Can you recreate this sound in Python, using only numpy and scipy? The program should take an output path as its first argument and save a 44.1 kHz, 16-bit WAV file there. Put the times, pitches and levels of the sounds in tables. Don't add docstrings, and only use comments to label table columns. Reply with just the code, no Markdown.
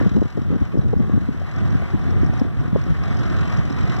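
import sys
import numpy as np
from scipy import signal
from scipy.fft import rfft, irfft, next_fast_len
from scipy.io import wavfile
from scipy.ndimage import uniform_filter1d, map_coordinates

SR = 44100
rng = np.random.default_rng(int(sys.argv[2]) if len(sys.argv) > 2 else 0)


def inscribe(sig):
    pcm = np.round(np.clip(np.atleast_2d(sig).T, -1, 1) * 32767)
    wavfile.write(sys.argv[1], SR, pcm.astype(np.int16))


N = 176400


# time_s, level_db
CARRY = [(0, -36.5), (.12, -45), (.3, -47), (.55, -45.5), (.85, -48), (1.25, -45.5), (1.45, -44.5),
         (1.62, -41), (1.9, -41.5), (2.25, -41), (2.38, -41), (2.48, -45), (2.75, -43), (2.95, -41),
         (3.07, -39.5), (3.2, -38.5), (3.45, -37.5), (3.72, -39.5), (3.9, -35.5), (4, -37.5)]
# time_s, rate_hz
KNOCK_RATE = [(0, 43.37), (1.6, 42.58), (1.85, 44.84), (2.8, 45.27), (4, 45.05)]

def bulldozers():
    carry = amp(curves(CARRY)[0])
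    knock_hz, = curves(KNOCK_RATE)
    direct, diffuse = engine_roar(knock_hz)
    facing = carry * (direct + exhaust_drone(knock_hz) + gear_whine()) + injector_clatter(knock_hz)
    return np.array([facing, carry * diffuse])


# frequency_hz, level_db
ROAR_SPECTRUM = [(40, -3), (200, -3), (600, -3), (730, 3), (860, -5), (1170, 1.5), (1450, -1), (1650, -2),
                 (1850, -2), (2300, -5.5), (2750, -13), (3100, -14), (4300, -20), (5500, -23.5),
                 (6500, -29), (7600, -31), (9000, -40), (15000, -43)]

def engine_roar(knock_hz, gain_db=3.5, far_port_db=-7):
    throb_db = 0.97 * np.sin(2 * np.pi * np.cumsum(knock_hz) / SR)
    roar = coloured(patchy_noise(depth_db=1.35), ROAR_SPECTRUM)
    flutter_db = 1.4 * wobble(rate_hz=30.01)
    diffuse = amp(far_port_db) * coloured(rng.standard_normal(N), ROAR_SPECTRUM)
    return amp(gain_db) * np.array([roar * amp(throb_db + flutter_db), diffuse])


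CYLINDERS = [2, 1, -0.5]

def strokes(rate_hz, scatter_db):
    at = np.flatnonzero(np.diff(np.floor(np.cumsum(rate_hz) / SR)))
    train = np.zeros(N)
    train[at] = amp(np.resize(CYLINDERS, len(at)) + scatter_db * rng.standard_normal(1024)[:len(at)])
    return train


# frequency_hz, level_db
EXHAUST_SPECTRUM = [(30, -31), (80, 9), (140, 1.5), (300, 5), (700, 14), (1500, -36.5)]

def exhaust_drone(knock_hz):
    return amp(-7) * coloured(strokes(2 * knock_hz, scatter_db=9), EXHAUST_SPECTRUM)


# pitch_hz, width_hz, gain_db
COVER_MODES = [(2500, 46, -2), (3110, 40, 5), (3130, 60, 0), (3400, 30, -17), (3540, 27, 2),
               (3660, 22, -17), (3910, 49, 11), (5530, 99, -26.5)]
# frequency_hz, level_db
CLATTER_SPECTRUM = [(1000, 7), (2000, 9), (2780, 5.5), (3200, 2), (4500, -2.5), (5600, 4), (6600, -8),
                    (7400, 0.5), (9000, -57), (15000, -37)]
# time_s, level_db
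CLATTER_LEVEL = [(0, -50), (.2, -51.5), (.5, -58.5), (1.25, -59.5), (1.65, -51), (1.85, -59), (2.2, -73),
                 (2.55, -60), (2.95, -54), (3.3, -45.5), (3.65, -49.5), (3.85, -47), (4, -45.5)]

def injector_clatter(knock_hz, decay_s=0.0046, gain_db=1):
    def covers(f):
        return 1 + sum(amp(db) * 1j * f * width / (hz * hz - f * f + 1j * f * width)
                       for hz, width, db in COVER_MODES)

    age = np.arange(SR // 20) / SR / decay_s
    knocks = signal.fftconvolve(strokes(knock_hz, scatter_db=3.5), np.sqrt(age) * np.exp(-age))[:N]
    ringing = filtered(knocks * rng.standard_normal(N), covers)
    return coloured(ringing, CLATTER_SPECTRUM) * amp(gain_db + curves(CLATTER_LEVEL)[0])


# pitch_hz, level_db, width_hz
GEAR_TONES = [(740, -22.5, 12), (1162, -13.5, 8), (1108, -20, 12), (1286, -18, 19), (1500, -20, 25)]

def gear_whine():
    whine = np.zeros(N)
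    for hz, db, width_hz in GEAR_TONES:
        phase = 2 * np.pi * hz * np.arange(N) / SR
        whine += amp(db) * unit(wobble(width_hz) * np.sin(phase) + wobble(width_hz) * np.cos(phase))
    return whine


# start_s, level_db
SHOE_SLAPS = [(.304, -52), (.78, -50), (.98, -52), (1.561, -43.5), (1.68, -63), (1.706, -48),
              (1.904, -50.5), (1.993, -54), (2.037, -51), (2.106, -43.5), (2.262, -46.5), (2.375, -48),
              (2.395, -40), (2.772, -50), (2.816, -46), (2.838, -46), (3.037, -44), (3.169, -39.5),
              (3.191, -45.5), (3.236, -53), (3.524, -41.5), (3.571, -38), (3.59, -47.5), (3.702, -40),
              (3.725, -42), (3.836, -51), (3.966, -41)]
# pitch_hz, level_db, t60_s
SHOE_MODES = [(3460, -10, 0.018), (4700, 4, 0.022), (5430, 9.5, 0.025), (5660, 0.5, .025), (5900, 1, 0.022),
              (7300, -14, .02)]

def track_clinks(rattles_per_s=24, gain_db=-4.5, attack_s=0.0007):
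    left, t = np.zeros(N + SR), np.arange(SR // 10) / SR
    at = rng.integers(N, size=round(rattles_per_s * N / SR))
    rattle_db = curves(CARRY)[0][at] + rng.normal(-13, 4, len(at))
    for start_s, level_db in SHOE_SLAPS + list(zip(at / SR, rattle_db)):
        ring = np.zeros(len(t))
        for hz, db, t60_s in SHOE_MODES:
            decay = amp(db + rng.normal(0, 1.3) - 60 * t / t60_s)
            phase = 2 * np.pi * hz * rng.normal(1, 0.024) * t
            drift = np.cumsum(rng.normal(0, 0.12, len(t)))
            ring += decay * np.sin(phase + drift)
        left[round(start_s * SR):][:len(t)] += amp(level_db + gain_db) * ring * (1 - np.exp(-t / attack_s))
    return np.array([left[:N], np.zeros(N)])


# time_s, size_s, level_db, pitch_hz, port (0 left, 1 right)
EDDIES = [(0.015, 0.0046, -9, 278, 0), (.044, 0.023, -16.5, 178, 0), (0.065, 0.004, -8, 247, 0),
          (0.068, 0.017, -5.5, 140, 0), (.117, 0.004, -11, 156, 0), (.158, 0.014, -9.5, 155, 0),
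          (0.176, 0.015, -6.3, 200, 0), (.202, .009, -8.5, 108, 0), (.22, 0.0045, -6.5, 236, 0),
          (.228, 0.0023, -8, 288, 0), (0.258, 0.0036, -17, 199, 0), (0.361, 0.014, -20, 152, 0),
          (.379, 0.0075, -11, 250, 0), (0.394, 0.014, -15, 173, 0), (0.42, 0.0036, -10, 161, 0),
          (0.504, 0.0052, -13, 216, 0), (0.531, 0.03, -14, 208, 0), (.564, 0.014, -12.5, 194, 0),
          (0.622, 0.011, -6, 122, 0), (0.75, 0.017, -15, 228, 0), (0.778, 0.0098, -12.5, 236, 0),
          (.79, 0.013, -5, 116, 0), (.856, 0.026, -15.5, 151, 0), (0.937, 0.0082, -9.5, 297, 0),
          (.97, .01, -8.5, 127, 0), (1.002, 0.017, -8.5, 157, 0), (1.099, 0.0032, -12, 235, 0),
          (1.14, 0.007, -6, 138, 0), (1.154, 0.021, -11, 132, 0), (1.179, 0.0085, -7, 174, 0),
          (1.225, 0.022, -17, 147, 0), (1.293, 0.0062, -9.5, 178, 0), (1.348, 0.0041, -18, 170, 0),
          (1.625, 0.02, -17.5, 155, 1), (1.656, .014, -24, 150, 1), (1.728, 0.0076, -15.5, 182, 0),
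          (1.753, 0.026, -10.5, 126, 0), (1.949, 0.018, -7.5, 149, 0), (2.063, 0.011, -10.5, 124, 0),
          (2.224, .024, -14.5, 131, 0), (2.234, 0.0044, -8, 216, 1), (2.266, 0.014, -17.5, 117, 1),
          (2.299, 0.0029, -7, 144, 0), (2.419, 0.0076, -5, 190, 0), (2.455, 0.0055, -16.5, 204, 0),
          (2.595, 0.016, -10.5, 99, 0), (2.656, 0.0049, -14, 118, 0), (2.682, 0.005, -10, 149, 0),
          (2.734, 0.0061, -4.5, 141, 0), (2.755, 0.0074, -11.5, 178, 0), (2.764, .007, -9, 324, 0),
          (2.868, 0.0056, -17.5, 220, 0), (2.909, 0.034, -11, 111, 0), (3.112, 0.0073, -15.5, 172, 1),
          (3.26, 0.019, -15.5, 165, 1), (3.591, 0.018, -9, 118, 1), (3.709, 0.011, -15, 184, 1),
          (3.835, 0.018, -8.5, 101.3, 1)]

def wind_buffets(kick_hz=229.7, scatter_db=3, lead_s=0.00296, gain_db=-2.92):
    size, count = 8192, 17
    out = np.zeros((2, N + 2 * size))
    order = np.arange(count) - count // 2
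    for time_s, size_s, db, pitch_hz, port in EDDIES:
        jitter, strength, sign = rng.standard_normal((3, count))
        kick_s = (order + 0.312 * jitter * (order != 0)) / kick_hz
        half_length_s = 1.22 * size_s
        swell = np.cos(np.pi / 2 * np.clip(kick_s / half_length_s, -1, 1)) ** 2
        at = np.clip(np.round((kick_s - lead_s) * SR).astype(int) + size // 2, 0, size - 1)
        kicks = np.bincount(at, swell * np.sign(sign) * amp(scatter_db * strength), size)
        lowpass = signal.butter(4, 1.43 * pitch_hz, fs=SR, output="sos")
        highpass = signal.butter(3, 0.42 * pitch_hz, "high", fs=SR, output="sos")
        puff = signal.sosfilt(np.vstack([lowpass, highpass]), kicks)
        puff *= np.sqrt(half_length_s * SR) / np.linalg.norm(puff)
        out[int(port), round(time_s * SR) + size // 2:][:size] += amp(db + gain_db) * puff
    return out[:, size:size + N]


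# time_s, left_db, right_db
BREEZE_LEVEL = [(0, -38, -19), (.2, -24, -49), (.32, -39.5, -39.5), (.52, -25.5, -30.5), (.69, -37, -36.5),
                (.85, -26.5, -26.5), (1.15, -25.5, -32), (1.45, -33.5, -41), (1.66, -27, -22),
                (1.85, -30.5, -35.5), (2.2, -20.5, -25.5), (2.35, -35, -28.5), (2.5, -35, -26.5),
                (2.72, -33.5, -26.5), (3.0, -31.5, -28), (3.3, -28, -22), (3.7, -27.5, -27.5),
                (3.88, -41, -22.5), (4, -29, -22.5)]
# frequency_hz, level_db
RUMBLE_SPECTRUM = [(20, -27), (33, -18), (52, -0.5), (90, 2), (150, -1), (250, -11), (400, -20), (700, -37),
                   (1500, -48.5), (4000, -100)]

def breeze(lump_hz=23.54, flutter_hz=150.9, gain_db=5.5):
    ports = []
    for level_db in curves(BREEZE_LEVEL):
        air = rng.standard_normal(N) * amp(2 * wobble(lump_hz) + 1.5 * wobble(flutter_hz))
        ports.append(amp(level_db + gain_db) * coloured(air, RUMBLE_SPECTRUM))
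    return np.array(ports)


# frequency_hz, level_db
HISS_SPECTRUM = [(500, 22), (4000, 4), (9000, 2.5), (15500, 4)]

def microphone_hiss():
    return amp(-63.5) * coloured(rng.standard_normal((2, N)), HISS_SPECTRUM)


# frequency_hz, share
CROSSFEED = [(40, 0.85), (1000, 0.77), (5000, 0.8)]

def stereo_widener(ports, delay_s=0.000425):
    f, share = np.transpose(CROSSFEED)
    cross = lambda hz: np.interp(np.log(hz + 1), np.log(f), share) * np.exp(-2j * np.pi * hz * delay_s)
    return ports - filtered(ports[::-1], cross)


def amp(db):
    return 10 ** (np.asarray(db) / 20)


def unit(x):
    return x / np.sqrt(np.mean(x ** 2) + 1e-20)


def curves(rows):
    time_s, *columns = np.transpose(rows)
    return [np.interp(np.arange(N) / SR, time_s, column) for column in columns]


def wobble(rate_hz):
    return map_coordinates(rng.standard_normal(2048), [np.arange(N) * rate_hz / SR], mode="wrap")


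def filtered(x, response):
    size = next_fast_len(N + SR // 2)
    return irfft(rfft(x, size) * response(np.fft.rfftfreq(size, 1 / SR)), size)[..., :N]


def coloured(x, spectrum):
    f, db = np.transpose(spectrum)
    return unit(filtered(x, lambda hz: amp(np.interp(np.log(hz + 1), np.log(f), db))))


def patchy_noise(depth_db):
    bins = signal.stft(rng.standard_normal(N), nperseg=1024)[2]
    patches = uniform_filter1d(rng.standard_normal(bins.shape), size=5, axis=0)
    patches = uniform_filter1d(patches, size=9, axis=1)
    return signal.istft(bins * amp(depth_db * unit(patches)), nperseg=1024)[1][:N]


def scene(leak_share=0.079, port_lag_s=0.00008):
    left, right = bulldozers() + track_clinks()
    right += leak_share * filtered(left, lambda hz: np.exp(-2j * np.pi * hz * port_lag_s))
    wind = (breeze() + wind_buffets()) * signal.windows.tukey(N, 0.003)
    overload = amp(-3)
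    return np.array([left, right]) + overload * np.tanh(wind / overload)


def record(dry, top_hz=15500):
    wide = stereo_widener(dry + microphone_hiss())
    return filtered(wide, lambda hz: hz < top_hz)


dry = scene()
out = record(dry)
inscribe(out)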